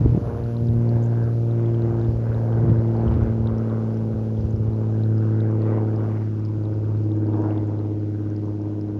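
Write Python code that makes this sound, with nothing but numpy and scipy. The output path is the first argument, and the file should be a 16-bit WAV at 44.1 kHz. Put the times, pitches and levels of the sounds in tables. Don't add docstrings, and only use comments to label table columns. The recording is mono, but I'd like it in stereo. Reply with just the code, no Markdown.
import sys
import numpy as np
from scipy import signal
from scipy.io import wavfile

SR = 44100
rng = np.random.default_rng(int(sys.argv[2]) if len(sys.argv) > 2 else 0)


def transcribe(signal):
    frames = np.atleast_2d(signal).T
    limited = np.clip(frames, -1, 1)
    pcm = np.round(limited * 32767).astype(np.int16)
    wavfile.write(sys.argv[1], SR, pcm)


def nominal_scale(level):
    x = np.asarray(level, float) / 20
    return 10 ** x


N = 396459
SLOW = 16
PORTS = np.array([[1], [-1]])

# time in seconds, middle band in dB, top band in dB.
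HISS_LEVEL = [
    (0.0, -65, -72),
    (8.65, -69, -79.5),
    (8.99, -69, -80),
]


def rms_one(x):
    return x / np.sqrt(np.mean(x ** 2) + 1e-20)


def in_time(rows, step=1):
    s, *columns = np.transpose(rows)
    return [np.interp(np.arange(0, N, step) / SR, s, c) for c in columns]


def at_hz(points, hz):
    points = np.array(points)
    return np.interp(np.log(hz), np.log(points[:, 0]), points[:, 1])


def band(x, low_hz, high_hz, order=2):
    return signal.sosfilt(signal.butter(order, [low_hz, high_hz], "band", fs=SR, output="sos"), x)


def drift(rate, step=1):
    r = np.exp(-128 * np.pi * rate / SR)
    white = rng.standard_normal(N // 64 + 1502)
    slow = signal.lfilter([1], [1, -2 * r, r * r], white)[1500:]
    return np.interp(np.arange(0, N, step) / 64, np.arange(len(slow)), rms_one(slow))


def bands(colour, edges, patchy_db):
    # pitch in Hz, side against mid in dB.
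    side_level = [(60, -11.5), (200, -19.5), (400, -18.5), (700, -13), (1200, -11), (1900, -5), (2400, -29),
                  (3000, -53), (14000, -60.5)]
    white = rng.standard_normal((2, 2, N))
    together = drift(4.1)
    for k, (low, high) in enumerate(zip(edges, edges[1:])):
        mid, side = band(white[k % 2], low, high)
        hz = np.sqrt(low * high)
        gain = nominal_scale(at_hz(colour, hz) + patchy_db * (0.72 * together + drift(6.4)))
        yield hz, gain * (mid + nominal_scale(at_hz(side_level, hz)) * side * PORTS)


def engine():
    # order, level in dB.
    low_orders = [(7, -67), (8, -46), (9, -42), (10, -52), (11, -59), (12, -32), (13, -57), (14, -48),
                  (15, -45.5), (16, -53), (17, -50), (18, -34), (19, -48), (20, -48), (21, -47), (22, -55),
                  (23, -45), (24, -43.5), (25, -50), (26, -54), (27, -48), (28, -59), (29, -52), (30, -52),
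                  (31, -53), (32, -57), (6, -23)]
    # time in seconds, rate in Hz.
    firing_rate = [(0.0, 117.1), (0.7, 116.75), (1.6, 115.7), (2.05, 114.35), (2.5, 113.6), (2.9, 113.35),
                   (3.9, 111.25), (4.2, 110.1), (4.7, 109.7), (5.4, 109.4), (5.9, 108.6), (6.35, 107.15),
                   (6.8, 106.55), (7.2, 105.9), (7.6, 104.85), (8.1, 104.1), (8.99, 103.7)]
    # time in seconds, first, second, fourth and up in dB.
    flight = [(0, -18.5, -32.5, -36), (.25, -34.5, -40, -27.5), (.75, -17.5, -25.5, -34),
              (1.35, -20, -34.5, -32), (1.85, -19.5, -29, -29), (2.3, -22, -33.5, -34.5),
              (2.65, -18, -28.5, -31), (3.3, -22.5, -26.5, -41.5), (4.1, -24.5, -29, -48.5),
              (4.7, -24, -30.5, -35.5), (5.1, -18, -29, -32), (5.85, -21, -29.5, -26),
              (6.35, -24, -34.5, -44.5), (6.7, -24, -39.5, -34.5), (6.95, -21, -39.5, -39.5),
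              (7.3, -22.5, -34.5, -35), (7.8, -24.5, -40, -32.5), (8.99, -28.5, -36, -33)]
    # time in seconds, level in dB.
    third_tone = [(.3, -45.5), (.9, -34.5), (1.35, -40), (1.65, -30.5), (2.05, -32.5), (2.3, -49.5),
                  (2.65, -31.5), (3.7, -40.5), (4.75, -41.5), (5.2, -34.5), (5.85, -33), (6.25, -41),
                  (6.7, -34), (6.95, -45), (7.06, -30.5), (7.45, -28), (7.75, -34.5), (8.99, -33)]
    # time in seconds, edge on the fifth and sixth firing tones in dB,
    # uneven-cylinder throb in dB, rasp in dB, tone between second and third in dB.
    exhaust = [(.25, 3, -58, -64, -47), (.75, 5.5, -52, -57, -42), (1.25, 5, -56, -51, -42),
               (1.75, 2, -51, -50, -43), (2.25, 3, -52, -46, -43), (2.75, 5, -51, -46, -45),
               (3.25, -1, -55, -45, -44), (3.75, 1, -52, -44, -41), (4.25, -10, -50, -42, -45),
               (4.75, -5, -50, -47, -46), (5.25, -5, -45, -48, -44), (5.75, 0, -42, -42, -46),
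               (6.25, 1, -46, -55, -49), (6.75, 5, -44, -48, -53), (7.25, 0, -39, -45, -62),
               (7.75, 1, -43, -46, -55), (8.25, -3, -44, -50, -52), (8.75, -1, -45, -50, -54)]
    # time in seconds, left against right in dB.
    bearing = [(0, 0), (1.0, -1.2), (2.2, -.6), (3.6, -.4), (5, -1.4), (6.6, -1.8), (9, -1.5)]
    # time in seconds, shift of odd orders in radians.
    bank_path = [(0, .6), (2.2, .9), (3.5, 1.6), (4.8, 1.4), (5.7, .7), (7, .2), (9, 0)]
    edge, throb, rasp, between = in_time(exhaust, step=SLOW)
    first, second, higher = in_time(flight, step=SLOW)
    third, = in_time(third_tone, step=SLOW)
    rate, = in_time(firing_rate, step=SLOW)
    pan, = in_time(bearing, step=SLOW)
    bank_slip, = in_time(bank_path, step=SLOW)

    carried = swells(step=SLOW)[0]
    banks = 0.57 * first
    throb = throb + 0.32 * carried
    rasp = rasp + 0.39 * carried

    upper_orders = []
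    for k in range(33, 54):
        level_db = -64.5 - 0.8 * (k - 33) + 8 * (k % 6 == 0)
        scatter_db = 7 * (-1) ** k * (k % 3 > 0) + 5 * (k == 44)
        upper_orders.append((k, level_db + scatter_db))
    orders = [*low_orders, *upper_orders]

    start_rad, turn_rad, wander_rad, pipe_rad = .88, .6, .2, 1.4
    late_orders, early_orders = (13, 21, 25, 27), (14, 20, 22)
    cycle = 2 * np.pi * np.cumsum(rate) / 6 * SLOW / SR + start_rad
    slip = np.linspace(-turn_rad, 0, len(rate))
    firing = {6: first, 12: second, 18: third}
    odd = {15: between, 21: .5 * carried, 10: -throb / 2,
           13: throb / 3, 16: throb / 3, 20: throb / 3, 22: throb / 3}
    out = np.zeros((2, len(rate)))
    for (order, level_db), (offset, port) in zip(orders, rng.standard_normal((len(orders), 2))):
        if order % 6 == 0:
            swell = firing.get(order, higher)
            offset = .7 * (order == 24)
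            level_db = level_db + edge * {30: 1.5, 36: 1.5}.get(order, 0)
        else:
            swell = rasp if order > 22 else odd.get(order, banks if order < 12 else throb)
            offset = offset * (.15 if 12 < order < 30 else 1.7)
            offset = offset + pipe_rad * ((order in late_orders) - (order in early_orders))
            offset = offset + bank_slip * (order % 2) + wander_rad * drift(.4, step=SLOW)
        shimmer = order / 18
        flicker_db = shimmer * (.5 * drift(.7, step=SLOW) + .4 * drift(6.0, step=SLOW))
        gain = np.sqrt(2) * nominal_scale(level_db + swell - np.median(swell) + flicker_db)
        phase = order * cycle + 1.45 + (1.1 + slip) * (order == 6) + offset
        phase = phase + .08 * shimmer * drift(2.0, step=SLOW)
        out += gain * np.cos(phase + (.06 + .06 * shimmer * port) * PORTS)
    out = out * nominal_scale(pan / 2 * PORTS)
    tones = signal.resample_poly(out, SLOW, 1, axis=1)[:, :N]
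    return tones, np.interp(np.arange(N) / SLOW, np.arange(len(cycle)), cycle)


def roar(cycle):
    # pitch in Hz, density in dB per Hz.
    roar_colour = [(40, -16.5), (60, -6.5), (90, 1.5), (200, 2.5), (400, 3.5), (620, -2.5), (850, -4),
                   (1100, -7.5), (1650, -10), (1850, -11.5), (2400, -21.5), (3400, -33.5), (5000, -45.5)]
    # time in seconds, notch in Hz.
    notch_path = [(0, 2580), (.55, 664), (.85, 1410), (1.3, 980), (1.5, 1670), (2.75, 800), (2.95, 1477),
                  (4.2, 2610), (5.3, 704), (5.62, 1520), (5.78, 4200), (5.87, 1020), (5.97, 1790),
                  (6.4, 600), (7.2, 690), (7.5, 2979), (8.2, 750), (9, 880)]
    swell_db, shine_db, weight_db = swells()
    swell_db = swell_db - .5 * np.arange(N) / SR
    deep_db = -52 + 0.6 * swell_db + weight_db
    middle_db = -57 + swell_db
    bright_db = -74.5 + 1.48 * swell_db + shine_db
    beat = 1 + .5 * np.cos(6 * cycle + 1.2) + .2 * np.cos(cycle)
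    edges = [40, 65, 100, 150, 220, 310, 430, 580, 760, 980, 1230, 1480, 1800, 2050, 2400, 2900, 3600, 4600]
    low, bright = 0, 0
    for hz, part in bands(roar_colour, edges, patchy_db=1.5):
        if hz > 1800:
            bright = bright + nominal_scale(bright_db + 36.5) * part
        elif hz > 1000:
            low = low + nominal_scale(middle_db + 28.5) * part
        else:
            follow = np.clip(hz / 600, .4, 1)
            low = low + nominal_scale(follow * (deep_db + 50) - 26.5) * part
    shelf = signal.cheby2(7, 25, 1850, fs=SR, output="sos")
    direct = beat * (signal.sosfilt(shelf, low) + bright)
    notch_hz, = in_time(notch_path)
    late = np.arange(N) - SR / (2 * notch_hz)
    delayed = np.array([np.interp(late, np.arange(N), side) for side in direct])
    return 0.7 * (direct + 0.36 * delayed)


def swells(step=1):
    # centre in seconds, strength in dB, length in seconds, extra bright in dB, extra deep in dB.
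    swell_rows = [(0.325, 9, 0.1, -12, 3), (.62, -6, 0.13, 0, 5.5), (0.975, 6.5, 0.17, -0.5, 6),
                  (1.237, 7, 0.086, -9, 1.5), (1.574, 4.5, 0.17, 2, 1), (1.445, -3, 0.054, -2.5, 0.5),
                  (1.786, 0, 0.17, 6, -1), (1.974, 10, 0.19, -12.5, 2), (2.296, 6.5, 0.096, -3.5, -1.5),
                  (2.621, 8, 0.3, -3.5, 11.5), (3.057, 10.5, 0.14, -4.5, 4), (3.26, 9, 0.095, 0, 2.5),
                  (3.623, 9.5, 0.24, 0, 0.5), (4.004, 0.5, 0.23, 3.5, 0), (4.948, 6, 0.31, -7.5, 1),
                  (5.464, 8, 0.27, -0.5, 3), (5.711, 9, 0.1, 4.5, 1), (6.049, 10.5, 0.24, -2.5, 2.5),
                  (6.19, 0, 0.074, 5.5, 2.5), (6.445, -3, 0.13, 8, 1.5), (6.749, -2, 0.3, 10, 5),
                  (7.414, 12.5, 0.19, -4, 8.5), (7.572, -1.5, 0.082, 14.5, 1.5), (7.811, 3, 0.16, 8, 3.5),
                  (8.2, 3.5, 0.24, 0.5, -7), (8.6, -4.5, 0.59, 10, 10)]
    t = np.arange(0, N, 64) / SR
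    s, strength_db, length, bright_db, deep_db = np.transpose(swell_rows)[:, :, None]
    bell = np.exp(-np.abs((t - s) / length) ** 2.5)
    when = np.arange(0, N, step) / SR
    return [np.interp(when, t, (db * bell).sum(axis=0)) for db in (strength_db, bright_db, deep_db)]


def wind():
    # time in seconds, peak in dB, pitch in Hz.
    thumps = [(0.015, -4, 129), (0.051, -4, 117), (0.056, -6.5, 60), (0.077, -10, 95), (0.098, -7.5, 106),
              (0.126, -4.5, 124), (0.149, -5.5, 139), (.173, -6, 166), (.215, -14, 242), (0.299, -18, 120),
              (0.337, -15, 104), (0.625, -12, 110), (.694, -8.5, 107), (.783, -15, 106), (0.934, -26.5, 84),
              (0.956, -12, 106), (1.253, -16.5, 99.4), (1.824, -20, 105), (1.927, -14, 104),
              (2.002, -24, 101), (2.088, -11, 90), (2.155, -16, 70.5), (2.301, -17, 88), (2.37, -19, 83),
              (2.589, -13.5, 111), (2.639, -8, 129), (2.653, -9, 130), (2.684, -5, 111), (2.7, -5, 187),
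              (2.72, -5, 129), (2.79, -13, 86), (3.049, -16, 114), (3.069, -8.5, 96), (3.095, -9, 71),
              (3.127, -11, 87), (3.157, -10, 96), (3.169, -7, 116), (3.198, -13, 83), (3.224, -12, 77),
              (3.251, -15, 91.5), (3.271, -12, 87), (3.31, -13, 98), (3.355, -26, 96), (3.406, -12, 99),
              (3.452, -13, 96), (3.527, -15, 91), (4.147, -13.5, 94), (4.395, -13, 86), (4.452, -8.5, 89),
              (4.544, -11.5, 96), (4.574, -17, 98), (4.607, -13, 112), (4.654, -14, 106), (4.685, -12, 104),
              (4.723, -20, 91), (0.061, -2.5, 302), (.149, -13, 334), (0.178, -7.5, 310), (2.715, -25, 45),
              (3.171, -16, 230)]
    gust_db = gusts()
    white = rng.standard_normal((2, 2, N)) * [[[1]], [[.09]]]
    low = band(white[:, 0], 51, 133.3, order=3) * 14 * nominal_scale(gust_db + 3.0)
    high_db = np.minimum(1.86 * (gust_db + 16.5) - 20.0, -14)
    high = band(white[:, 1], 61, 620) * 10 * nominal_scale(high_db)
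    mid, side = nominal_scale(2.5 * drift(30.0)) * (low + high)

    buffets, t = np.zeros(N + 4096), np.arange(-1024, 2048) / SR
    for (s, peak_db, hz), turn in zip(thumps, rng.uniform(0, 2 * np.pi, len(thumps))):
        shape = np.exp(-(t * hz / np.where(t < 0, .7, 1.15)) ** 2)
        swing = np.cos(2 * np.pi * hz * t * (1 - 0.074 * hz * t) + turn)
        overtone = np.clip(0.26 + 0.014 * peak_db, .05, 1) * (hz < 250)
        swing = swing + overtone * np.cos(4.6 * np.pi * hz * t)
        swing = swing + 0.099 * (hz < 170) * shape * np.cos(7.4 * np.pi * hz * t + turn)
        buffets[round(s * SR):][:len(t)] += nominal_scale(peak_db - 5.0) * shape * swing
    return mid + side * PORTS + buffets[1024:N + 1024] * nominal_scale(-.6 * PORTS)


def gusts():
    # peak time in seconds, peak in dB, rise in seconds, fall in seconds.
    gust_rows = [
        (.15, -29.5, 4.4, 0.19),
        (.3, -31, 0.22, 0.39),
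        (.72, -35.5, 0.23, 0.46),
        (2.049, -33, 0.44, 0.31),
        (2.7, -29.5, 0.2, 0.12),
        (3.141, -28.5, 0.27, 0.35),
        (4.11, -37, .11, 0.41),
        (4.46, -39, 0.24, 0.17),
        (4.71, -33.5, 0.34, 0.042),
        (6.56, -42, .1, 2.76),
    ]
    t = np.arange(0, N, 64) / SR
    ramp_db = 10.5
    ramps = [db - ramp_db * np.maximum((s - t) / rise, (t - s) / fall) for s, db, rise, fall in gust_rows]
    breeze = -42.5 - 0.9 * t
    return np.interp(np.arange(N) / SR, t, np.max(ramps + [breeze], axis=0))


def drops():
    # time in seconds, peak in dB, pitch in Hz.
    clear = [(.438, -54, 4310), (.567, -49.5, 3940), (.67, -53, 4970), (.685, -53, 3770), (.891, -49, 4420),
             (1.239, -55.5, 5260), (1.511, -55, 3800), (1.659, -54.5, 3270), (1.745, -55, 3270),
             (1.82, -53, 4100), (1.996, -59, 4930), (2.013, -55, 4000), (2.045, -58, 3640),
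             (2.345, -53.5, 3920), (2.528, -56, 3170), (2.79, -59, 3900), (2.966, -57, 4500),
             (3.009, -58, 4450), (3.08, -49.5, 3160), (3.234, -56, 5900), (3.472, -45.5, 3700),
             (3.582, -51.5, 5700), (3.697, -57, 3760), (3.942, -55, 5200), (3.972, -55, 5800),
             (4.371, -59, 3400), (4.408, -54, 5100), (4.453, -61, 5900), (4.508, -55, 6600),
             (4.561, -56, 5500), (4.732, -61, 4200), (4.868, -61, 4400), (5.035, -48.5, 4130),
             (5.18, -53.5, 5250), (5.404, -50, 3820), (5.512, -57, 5700), (5.619, -52.5, 4310),
             (5.961, -53, 5170), (6.035, -58, 5740), (6.396, -59, 5500), (6.45, -49, 5070),
             (6.459, -55, 5170), (6.486, -59, 5280), (6.636, -57, 4600), (6.653, -56, 3790),
             (6.74, -60, 5280), (6.973, -60, 4420), (7.116, -55.5, 3620), (7.164, -64, 6890),
             (7.267, -59, 4600), (7.333, -59, 3600), (7.419, -58, 6500), (7.507, -52, 2880),
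             (7.577, -52, 3450), (7.673, -59, 7100), (7.79, -59, 4030), (8.301, -56, 6030),
             (8.363, -51, 5170), (8.616, -58, 5600), (8.811, -52, 5200)]
    out, t = np.zeros((2, N + 1024)), np.arange(1024) / SR
    when, size, pitch = rng.random((36, 3)).T
    faint = np.transpose([when * N / SR, -65 + 2.5 * (2 * size - 1), 3000 * (7000 / 3000) ** pitch])
    every = [*clear, *faint]
    for (s, peak_db, hz), (climb, place) in zip(every, rng.random((len(every), 2))):
        sweep = hz * t * (.96 + (30 * climb - 5) * t)
        shape = np.exp(-(t * hz / 4.2) ** 1.1) * (1 - np.exp(-t / 0.0003))
        ring = np.sin(2 * np.pi * sweep) * shape
        gain = nominal_scale(peak_db + 12.5) * nominal_scale((place - 2.0) * .3 * PORTS)
        out[:, round((s + .0008) * SR):][:, :1024] += gain * ring
    return out[:, :N]


def bird():
    # start in seconds, peak in dB, from Hz, to Hz, length in seconds.
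    chirps = [
        (1.026, -55, 5900, 7900, .009),
        (1.036, -54, 6000, 8100, .013),
        (1.059, -55.5, 7600, 5200, .007),
    ]
    out, t = np.zeros(N), np.arange(1024) / SR
    for s, peak_db, from_hz, to_hz, length in chirps:
        sweep = from_hz * t + (to_hz - from_hz) * t ** 2 / (2 * length)
        shape = np.sin(np.pi * np.minimum(t / length, 1) ** .45)
        out[round(s * SR):][:1024] += nominal_scale(peak_db) * np.sin(2 * np.pi * sweep) * shape
    return out


def hiss():
    # pitch in Hz, density in dB per Hz.
    hiss_colour = [(1500, 3), (2500, 3), (3700, -1.5), (5400, -1), (6700, -7), (7500, -11.5), (9400, -1),
                   (11000, 3), (12500, -1), (14000, -6.5)]
    middle_db, top_db = in_time(HISS_LEVEL)
    middle_edges = [1500, 2300, 3200, 4200, 5300, 6300, 7100, 7900]
    top_edges = [8700, 10000, 11300, 12600, 13600, 14600]
    middle = sum(part for hz, part in bands(hiss_colour, middle_edges, patchy_db=.8))
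    top = sum(part for hz, part in bands(hiss_colour, top_edges, patchy_db=.9))
    return nominal_scale(middle_db + 3.5) * rms_one(middle) + nominal_scale(top_db - 1.0) * rms_one(top)


def side_hiss():
    # lower edge in Hz, upper edge in Hz.
    side_bands = (6300, 10300), (13000, 15800)
    top_db = in_time(HISS_LEVEL)[1]
    white = rng.standard_normal(N)
    lower, upper = (rms_one(band(white, low, high, order=10)) for low, high in side_bands)
    return nominal_scale(top_db + .7 * drift(5.0)) * (nominal_scale(-0.5) * lower + nominal_scale(-5.0) * upper) * PORTS


def scene():
    tones, cycle = engine()
    return tones + roar(cycle) + wind() + drops() + bird() + hiss()


def roll_off(x):
    return signal.sosfilt(signal.butter(12, 14310, fs=SR, output="sos"), x)


def record(dry):
    x = dry * (1 + nominal_scale(-65) * np.cos(2 * np.pi * 12000 * np.arange(N) / SR))
    limit = .62
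    x = limit * np.tanh(x / limit)
    x = x * np.minimum(np.arange(N) / (.004 * SR), 1)
    x = signal.sosfilt(signal.cheby2(8, 30, (7750, 8850), "bandstop", fs=SR, output="sos"), x)
    x = signal.sosfilt(signal.cheby2(8, 30, 14300, fs=SR, output="sos"), x)
    return roll_off(x + side_hiss())


dry = scene()
out = record(dry)
transcribe(out)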